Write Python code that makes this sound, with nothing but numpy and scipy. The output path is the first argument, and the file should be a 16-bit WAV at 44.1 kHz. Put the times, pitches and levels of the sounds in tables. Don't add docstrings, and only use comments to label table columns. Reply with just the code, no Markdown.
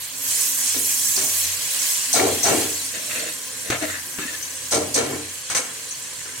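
import sys
import numpy as np
from scipy import signal
from scipy.fft import rfft, irfft
from scipy.io import wavfile
from scipy.ndimage import uniform_filter1d

SR = 44100
rng = np.random.default_rng(int(sys.argv[2]) if len(sys.argv) > 2 else 0)


def master_out(mix):
    frames = np.transpose(np.atleast_2d(mix))
    ceiling = np.clip(frames, -1, 1)
    pcm = np.round(ceiling * 32767).astype(np.int16)
    wavfile.write(sys.argv[1], SR, pcm)


N = 282240


def undb(db):
    return 10 ** (np.asarray(db) / 20)


def unit(x):
    return x / np.sqrt(np.mean(x ** 2))


def curve(rows):
    s, *columns = np.transpose(rows)
    t = np.arange(N) / SR
    return [np.interp(t, s, c) for c in columns]


def along(points, column=1):
    p = np.array(points, float)
    hz = np.arange(N // 2 + 1) * SR / N
    return np.interp(np.log(hz + 1), np.log(p[:, 0]), p[:, column])


def colour(x, points):
    return unit(irfft(rfft(x) * undb(along(points)), N))


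def band(x, lo_hz, hi_hz, order=2):
    return signal.sosfilt(signal.butter(order, [lo_hz, hi_hz], "band", fs=SR, output="sos"), x)


def ring(x, modes):
    total = 0
    for k, (hz, width_hz, db) in enumerate(modes):
        resonance = signal.lfilter(*signal.iirpeak(hz, hz / width_hz, SR), x)
        total = total + (-1) ** k * undb(db) * resonance
    return unit(total)


def walk(rate):
    k = int(SR / rate)
    steps = np.repeat(rng.standard_normal(N // k + 1), k)
    return unit(uniform_filter1d(uniform_filter1d(steps, k), k)[:N])


def grains(per_s, spread_db, smear_s):
    loudness = np.minimum(rng.exponential(size=N), 4.5)
    size = (rng.random(N) < per_s / SR) * undb(spread_db * loudness)
    power = signal.lfilter([1], [1, -np.exp(-1 / (smear_s * SR))], size ** 2)
    return unit(np.sqrt(power) * rng.standard_normal((2, N)))


def burst(t0, db, rise_s, hold_s, t60):
    out, first = np.zeros(N), int(t0 * SR) + 1
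    t = np.arange(first, min(N, first + int((hold_s + 2 * t60) * SR))) / SR - t0
    decay_db = 60 * np.maximum(t - hold_s, 0) / t60
    out[first:first + len(t)] = undb(db - decay_db) * (1 - np.exp(-t / rise_s))
    return out


# f/Hz, level/dB (per Hz)
ROAR_TONE = [(15, -57), (30, -15), (87, -3), (141, 0.5), (224, -5), (251, -4.5), (357, -1.5), (477, -32),
             (510, -12), (969, -4.5), (1410, -8), (1610, 3), (5000, -19.5), (6500, -82), (11000, -120)]
# t/s, level/dB
ROAR_LEVEL = [(0.0, -47.5), (1.2, -46), (2.0, -45.5), (3.5, -45.5), (5.0, -47), (5.7, -46), (6.4, -43.5)]


def gas_roar(noise):
    return undb(curve(ROAR_LEVEL)[0] + 1.8 * walk(6)) * colour(noise, ROAR_TONE)


# f/Hz, width/Hz, level/dB
FLAME_TONES = [(128, 9.6, -61.5), (359, 14, -72), (458, 16, -59), (514.7, 24, -58), (1027, 67, -58.5)]


def flame_tones(noise):
    return sum(undb(db + 2.5 * walk(7.9)) * ring(noise, [(hz, width, 0)]) for hz, width, db in FLAME_TONES)


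# t/s, level/dB
HOLLOW_LEVEL = [(0.0, -63), (0.27, -48.5), (0.33, -63), (0.46, -59), (0.52, -46.5), (0.72, -52.5),
                (1.1, -52), (1.3, -57), (1.4, -59.5), (1.94, -56), (3.6, -56.5), (5.3, -61.5), (6.4, -61)]


def hollow_tone(noise):
    narrow = ring(noise, [(259.7, 12.5, 0)])
    return undb(curve(HOLLOW_LEVEL)[0]) * ring(narrow, [(276, 51, 0)])


# t/s, level/dB
HUM_LEVEL = [(0.0, -54), (0.18, -69), (0.3, -58), (0.55, -71), (0.66, -52), (0.85, -52), (1.01, -67),
             (1.22, -62), (1.32, -50), (1.55, -49), (1.72, -67), (2.1, -73), (3.12, -57), (3.4, -65),
             (3.9, -49), (4.1, -63), (4.6, -55), (5.6, -66), (6.4, -61)]
HUM_HZ = 89.7
HARD_BLOW_DB, SWELL_DB = -33, -21
SWELL_RISE_S, SWELL_HOLD_S, SWELL_T60_S = 0.16, 0.19, 0.53


def hum():
    blows = [(row[0], row[2]) for row in KNOCKS if row[2] > HARD_BLOW_DB]
    blows += [row[:2] for row in ROCKING]
    swell = sum(burst(s, db + SWELL_DB, SWELL_RISE_S, SWELL_HOLD_S, SWELL_T60_S) for s, db in blows)
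    level = (undb(curve(HUM_LEVEL)[0]) + swell) * undb(2.2 * walk(11))
    turns = np.cumsum(HUM_HZ * (1 + 0.015 * walk(14))) / SR
    return level * np.sqrt(2) * np.sin(2 * np.pi * turns)


def burner():
    noise = rng.standard_normal((2, N))
    return gas_roar(noise) + flame_tones(noise) + hum() + hollow_tone(noise)


# t/s, level/dB, f/Hz, length/s
SQUEAKS = [(4.218, -36.5, 1700, 0.028), (4.224, -39, 2600, 0.012), (4.278, -32.5, 1817, 0.015),
           (4.34, -35, 1760, 0.013)]


def squeaks():
    t, waver = np.arange(N) / SR, np.cumsum(walk(150)) / SR
    out = 0
    for s, db, hz, length in SQUEAKS:
        note = np.sqrt(2) * np.sin(2 * np.pi * hz * (t + 0.0134 * waver))
        out = out + burst(s, db, 0.003, length, 0.045) * note
    return out


# t/s, length/s, wall level/dB, rasp level/dB, scratch level/dB
SCRAPES = [(2.921, 0.064, -40.5, -39, -37), (2.996, 0.084, -49, -59, -49), (3.091, 0.07, -43, -35, -39),
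           (3.157, 0.14, -40, -39.5, -39), (3.631, 0.087, -41.5, -42, -43), (3.704, 0.018, -28, -30, -29),
           (3.809, 0.031, -28.5, -32, -35), (3.868, 0.097, -49, -35, -41.5), (4.19, 0.16, -49, -41, -38)]
# f/Hz, width/Hz, level/dB
BOWL_WALL = [(210, 130, -4.5), (300, 83, 1.5), (474, 40, 3), (638, 86, 0.5)]
# f/Hz, width/Hz, level/dB
BOWL_RASP = [(1640, 100, -7), (1735, 570, 11), (2180, 190, 7)]
# f/Hz, width/Hz, level/dB
BOWL_SCRATCH = [(2590, 110, 10), (2740, 22, 16), (3050, 150, 5), (3600, 260, 7), (4430, 190, 7)]
SCRAPE_RISE_S, SCRAPE_T60_S = 0.012, 0.22


def scrapes():
    slips = grains(900, 2.2, 0.002)
    parts = [ring(slips, modes) for modes in (BOWL_WALL, BOWL_RASP, BOWL_SCRATCH)]
    out = 0
    for s, length, *levels in SCRAPES:
        for db, part in zip(levels, parts):
            out = out + burst(s, db, SCRAPE_RISE_S, length, SCRAPE_T60_S) * part
    return out


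# t/s, level/dB, f/Hz, t60/s
LOW_NOTES = [(0.766, -32, 255, 0.14), (0.770, -33, 450, 0.073), (0.806, -38, 465, 0.073),
             (1.174, -34.5, 384, 0.34), (1.176, -40.5, 219, 0.18), (1.212, -43, 615, 0.82),
             (2.141, -18, 728, 0.067), (2.203, -23, 312, 0.14), (2.154, -28, 304, 0.34),
             (2.461, -27, 399, 0.28), (2.165, -30, 768, 0.34), (2.215, -28, 666, 0.5),
             (2.465, -31, 808, 0.36), (2.545, -22, 320, 0.18), (2.55, -46, 680, 0.43),
             (4.765, -24, 301, 0.34), (4.815, -31, 613, 0.44), (3.826, -31, 643, 0.29),
             (3.855, -38, 647, 0.13), (4.963, -26, 290, 0.18), (2.441, -22.5, 700, 0.08),
             (2.502, -26, 297.6, 0.34), (3.184, -37, 302, 0.07), (3.198, -45, 282, 0.065),
             (3.232, -33, 620, 0.18), (3.269, -35, 322, 0.11), (3.702, -30.5, 126, 0.3),
             (3.822, -26.5, 303, 0.28), (4.186, -27, 195, 0.046), (4.189, -35, 390, 0.11),
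             (4.252, -29, 250, 0.078), (4.718, -32, 586, 0.089), (4.734, -26.5, 582, 0.32),
             (4.733, -27.5, 301.5, 0.3), (4.952, -26.5, 530, 0.15), (4.979, -20.5, 470, 0.2),
             (2.66, -35, 301, 0.32), (2.7, -38, 399, 0.26), (5.11, -32, 473, 0.2), (5.15, -30, 301, 0.3),
             (5.550, -28, 504, 0.09), (5.592, -29.5, 505, 0.13), (6.256, -44, 400, 0.1),
             (6.29, -46, 432, 0.08)]


def low_notes():
    t, paths = np.arange(N) / SR, np.array([[0], [np.pi / 2]])
    out = 0
    for s, db, hz, t60 in LOW_NOTES:
        note = np.sqrt(2) * np.sin(2 * np.pi * hz * (t - s) + paths)
        out = out + burst(s, db, 0.00081, 0, t60) * note
    return out


# t/s, level/dB, f/Hz
SNAPS = [(2.4315, -12, 6100), (2.432, -9, 8200), (4.711, -14, 6400), (4.947, -11, 6300), (6.11, -30, 2500),
         (6.216, -28, 1700), (6.302, -34, 2000), (3.11, -27, 2030), (3.152, -19, 2600), (3.176, -27, 4430),
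         (3.7014, -15.5, 327), (3.702, -13, 3600), (3.702, -17, 2050), (3.721, -23, 2050),
         (3.726, -28, 1630), (3.836, -25, 1710), (4.187, -23, 1700), (4.187, -23, 2800), (4.233, -28, 1700),
         (5.501, -21, 1390), (5.551, -15, 2100), (5.551, -18, 5900), (5.568, -20, 5780)]
SNAP_CYCLES = 1.6


def snaps():
    out = np.zeros(N)
    for s, db, hz in SNAPS:
        cycles = np.arange(int(8 * SR / hz)) * hz / SR
        click = undb(db) * np.sin(2 * np.pi * cycles) * np.exp(-cycles / SNAP_CYCLES)
        out[int(s * SR):int(s * SR) + len(click)] += click
    return out


# t/s, level/dB, f/Hz, t60/s
TICKS = [(0.049, -32, 8380, 0.059), (0.688, -21, 9000, 0.055), (0.9294, -21, 7700, 0.05),
         (1.164, -18.5, 4530, 0.06), (1.164, -20, 5400, 0.06), (2.0368, -17, 7350, 0.044),
         (2.197, -18, 2200, 0.028), (2.197, -15, 1850, 0.026), (2.431, -16, 6140, 0.061),
         (2.7382, -34, 7400, 0.019), (3.11, -27, 2550, 0.069), (3.1502, -27, 2580, 0.26),
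         (3.9828, -30, 1700, 0.072), (5.55, -21, 5930, 0.088), (3.195, -28, 4440, 0.15),
         (4.4258, -26, 6300, 0.21), (5.9094, -26, 6400, 0.18), (0.845, -23, 5870, 0.05),
         (1.344, -24, 4270, 0.04), (1.512, -28, 4380, 0.036), (1.795, -23, 5820, 0.04),
         (0.745, -35, 2280, 0.08), (0.926, -30, 2400, 0.05), (6.256, -40, 1450, 0.12),
         (6.287, -36, 1600, 0.15), (6.29, -35, 2000, 0.12)]


def ticks():
    noise = rng.standard_normal((2, N))
    out = 0
    for s, db, hz, t60 in TICKS:
        narrow = unit(band(noise, hz / 1.072, hz * 1.055))
        out = out + burst(s, db, 0.00036, 0.0017, t60) * 0.62 * narrow
    return out


# level/dB, level/dB
KNOCKS = [(0.742, -45, -35.5, -41, -24.5, 0.014, 6, -1.5), (1.161, -30, -35.5, -35.5, -25, 0.069, -4, 2),
          (2.129, -25, -17.5, -28.5, -47, 0.12, 3.5, 1.5), (2.431, -26, -19, -26.5, -40, 0.1, 1, 1.5),
          (3.701, -39, -32.5, -28, -17, 0.019, 0, 6.5), (3.819, -43, -47, -39, -33, 0.022, -8, 3),
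          (4.185, -58, -33.5, -35, -28, 0.006, -13, -10), (4.71, -25, -21.5, -30, -37, 0.061, 1, 2.5),
          (4.942, -26, -24, -29.5, -48, 0.077, 5.5, -1), (5.499, -35, -37, -32, -25, 0.027, -1, 3.5),
          (5.548, -29.5, -41.5, -32.5, -16.5, 0.04, -8, 6.5), (6.252, -56, -51, -44, -34, 0.024, 5, -10)]
# t/s, thud level/dB, clank level/dB, length/s
ROCKING = [(2.59, -35.5, -45, 0.038), (5.069, -32, -39, 0.085)]
# f/Hz, width/Hz, level/dB
POT_RING = [(133.5, 12, -5), (252.6, 37, 3), (302.6, 10.4, 8.5), (352.7, 13.6, 1.5), (396, 21, -3.5),
            (454.5, 10, 4), (564, 67, -11), (615, 24, -3), (666, 32, -5.5), (762, 62, -4.5),
            (864, 17, -18.5)]
# f/Hz, width/Hz, level/dB
RIM_RING = [(1051, 36, 4), (1255, 30, 6), (1359, 25, 9), (1550, 55, 4.5), (1753, 42, 5), (1967, 33, 2.5),
            (2215, 37, 9.5), (2417, 61, 0.5), (2740, 53, 3), (3110, 70, 3)]
# f/Hz, level/dB (per Hz)
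MESH_TONE = [(1650, -12.5), (2800, -43), (3310, -1), (4170, 9), (5370, -3), (5950, -5), (8420, 7.5),
             (11300, -28), (12400, -11), (15800, -20)]
# f/Hz, width/Hz, level/dB
WIRE_RING = [(3920, 81, -32), (4930, 70, 7.5), (5864, 370, 4), (6460, 81, 12), (6760, 380, 0),
             (8080, 390, 9.5), (8820, 370, 5.5), (9420, 840, 2)]
# f/Hz, level/dB (per Hz)
THUD_TONE = [(24, -50), (40, -20), (102, 10), (186, -7), (285, -4), (447, 0), (1350, -6), (1450, -22),
             (2190, 6.5), (3500, -35), (4550, -51), (7700, -120)]
POT_EDGES = 30, 375, 520, 1500
THUD_LAG, THUD_RISE = 0.14, 0.045
THUD_T60_S, JINGLE_T60_S = 0.5, 0.23
ROCK_RISE_S, ROCK_T60_S = 0.032, 0.37


def knocks():
    jingle, ping, upper, middle, deep, clank, crack = 0, 0, 0, 0, 0, 0, 0
    for s, jingle_db, thud_db, clank_db, crack_db, rattle, middle_db, upper_db in KNOCKS:
        lag, rise = THUD_LAG * rattle, THUD_RISE * rattle
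        crack = crack + burst(s, crack_db, 0.00036, 0.0007, 0.078)
        ping = ping + burst(s, jingle_db + 6.5, 0.00046, 0.0063, 0.34)
        jingle = jingle + burst(s, jingle_db, 0.0055, 0.71 * rattle, JINGLE_T60_S)
        upper = upper + burst(s + lag, thud_db + upper_db, rise, rattle, THUD_T60_S)
        middle = middle + burst(s + 1.5 * lag, thud_db + middle_db, 12.0 * rise, 0.89 * rattle, THUD_T60_S)
        deep = deep + burst(s + 0.41 * lag, thud_db, 15 * rise, 0.86 * rattle, 1.11 * THUD_T60_S)
        clank = clank + burst(s + lag, clank_db, 1.3 * rise, 0.65 * rattle, 0.92 * THUD_T60_S)
    for s, thud_db, clank_db, length in ROCKING:
        rock = burst(s, thud_db, ROCK_RISE_S, length, ROCK_T60_S)
        upper, middle, deep = upper + undb(2) * rock, middle + rock, deep + rock
        clank = clank + burst(s, clank_db, ROCK_RISE_S, length, ROCK_T60_S)

    shake = grains(1200, 1.2, 0.004)
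    chatter = grains(700, 1.6, 0.004)
    pot = unit(ring(shake, POT_RING) + undb(-8) * colour(shake, THUD_TONE))
    deep_pot, middle_pot, upper_pot = (band(pot, lo, hi) for lo, hi in zip(POT_EDGES, POT_EDGES[1:]))
    rim = unit(ring(shake, RIM_RING) + undb(-5) * unit(band(chatter, 670, 3100)))
    wires = ring(chatter, WIRE_RING)
    mesh = unit(colour(chatter, MESH_TONE) + undb(-5) * wires)
    strike = 1.03 * band(crack * rng.standard_normal((2, N)), 170, 6500, order=1)

    pot_sound = deep * deep_pot - middle * middle_pot + upper * upper_pot
    return strike + ping * wires + jingle * mesh + pot_sound + clank * rim


PINGS_PER_S, PING_T60_S = 1200, 0.14
PING_GLIDE = 0.083


def pings():
    at, pitch, size, phase_a, phase_b = rng.random((int(PINGS_PER_S * N / SR), 5)).T
    k = np.arange(1500)
    fade = k / (PING_T60_S * SR)
    hz = 1200 * 13 ** pitch
    turn = 2 * np.pi * hz[:, None] * k / SR * (1 + PING_GLIDE * fade / 2)
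    loudness = np.sqrt(hz) * undb(-2.0 * np.log(size + 0.0092))
    shape = undb(-60 * fade) * (1 - np.exp(-k / 40)) * (1 - k / len(k))
    gain = loudness[:, None] * shape
    where = ((at * N).astype(int)[:, None] + k).ravel()
    paths = []
    for phase in (phase_a, phase_b):
        notes = gain * np.sin(turn + 2 * np.pi * phase[:, None])
        paths.append(np.bincount(where, notes.ravel(), N)[:N])
    return unit(np.array(paths))


def flicker(rate):
    x = walk(rate)
    return unit(x - uniform_filter1d(x, int(4 * SR / rate)))


# t/s, level/dB
FRY_LEVEL = [(0.0, -35), (0.05, -33), (0.11, -34.5), (0.2, -32), (0.31, -21.5), (0.47, -22.5), (0.55, -25),
             (0.63, -22), (0.69, -21), (0.82, -25), (0.9, -21.5), (1.26, -23), (1.41, -22.5), (1.58, -28),
             (1.88, -21.5), (2.02, -25), (2.2, -25.5), (2.41, -26), (2.6, -24), (2.75, -28), (2.85, -28),
             (2.95, -31.5), (3.15, -28.5), (3.37, -32.5), (3.9, -33), (4.3, -33.5), (4.64, -32.5),
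             (5.28, -34), (6.4, -34)]
# f/Hz, level/dB (per Hz)
FRY_TONE = [(350, -75), (600, -15.5), (853, -18), (1060, -10), (1280, -18.5), (1570, -13), (2200, -9.5),
            (3340, -6), (3670, -10.5), (3980, -5), (5010, -6.5), (7840, 2.5), (15200, -11.5)]
# t/s, level/dB above 10.5 kHz, level/dB below 4.6 kHz
FRY_COLOUR = [(0.0, 4, 5), (0.15, 2.5, 2), (0.35, 1, -3), (0.57, 5, -3), (0.69, -4, -2), (0.8, 5.5, -1),
              (1.0, 2, -4.5), (1.35, 3.5, -2), (1.55, 1.5, 3.5), (1.9, 0, 0), (2.35, -0.5, 2.5),
              (2.85, -1, 1), (3.4, -2, 1), (4.1, 0, -1), (4.6, -1.5, 1.5), (5.4, -4.5, 2.5), (6.4, -5.5, 1)]


def frying():
    level_db, (bright_db, full_db) = curve(FRY_LEVEL)[0], curve(FRY_COLOUR)
    clicks = grains(3500, 1.3, 0.002) + undb(-13) * grains(90, 2.5, 0.0003)
    clicks = clicks + undb(-1) * pings()
    centres = np.geomspace(700, 15500, num=13)
    out, tone = 0, undb(along(FRY_TONE))
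    for hz, share in zip(centres, np.eye(len(centres))):
        tilt_db = bright_db if hz > 10500 else full_db if hz < 4600 else 0
        mix = clicks + undb(3) * grains(1400, 1.6, 0.002)
        slopes = along(np.transpose([centres, share]))
        part = irfft(rfft(mix) * tone * slopes, N)
        flicker_db = (1.8 if hz > 10500 else 0.7) * flicker(14)
        out = out + undb(tilt_db + flicker_db) * part
    hiss = band(out, 5000, 10000)
    return undb(level_db) * out / np.sqrt(np.mean(hiss ** 2))


def scene():
    return burner() + squeaks() + scrapes() + low_notes() + snaps() + ticks() + knocks() + frying()


# f/Hz, left minus right level/dB, likeness (0-1)
MICROPHONES = [(30, -8, 0.85), (80, -5, 0.97), (367, -3, 0.85), (570, -1, 0.1), (950, -5.5, 0.36),
               (1710, 0.5, 0.05), (2980, -3.5, 0.25), (5500, -5, 0.07), (5960, 6.5, 0), (6970, -9, 0.34),
               (8560, -11.5, 1), (9800, -8, 0.64), (11800, -7, 0.64), (14000, -3, 0.4)]
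# t/s, left minus right level/dB
BALANCE_DRIFT = [(0.0, 3), (1.7, 4), (2.3, 5), (3.2, 4), (4.2, 4.5), (5.2, 4), (6.4, 3.5)]
TOP_HZ = 15900


def record(dry):
    a, b = rfft(dry)
    left, like = undb(along(MICROPHONES)), np.clip(along(MICROPHONES, column=2), 0, 1)
    pair = np.array([left * (like * a + np.sqrt(1 - like ** 2) * b), a])
    pair = irfft(2 * pair / np.sqrt(1 + left ** 2 + 2 * left * like), N)
    pair = pair * undb(np.outer([0.5, -0.5], curve(BALANCE_DRIFT)[0]))
    rounded = 0.85 * np.tanh(pair / 0.92)
    return signal.sosfilt(signal.ellip(10, 0.2, 80, TOP_HZ, fs=SR, output="sos"), rounded)


dry = scene()
out = record(dry)
master_out(out)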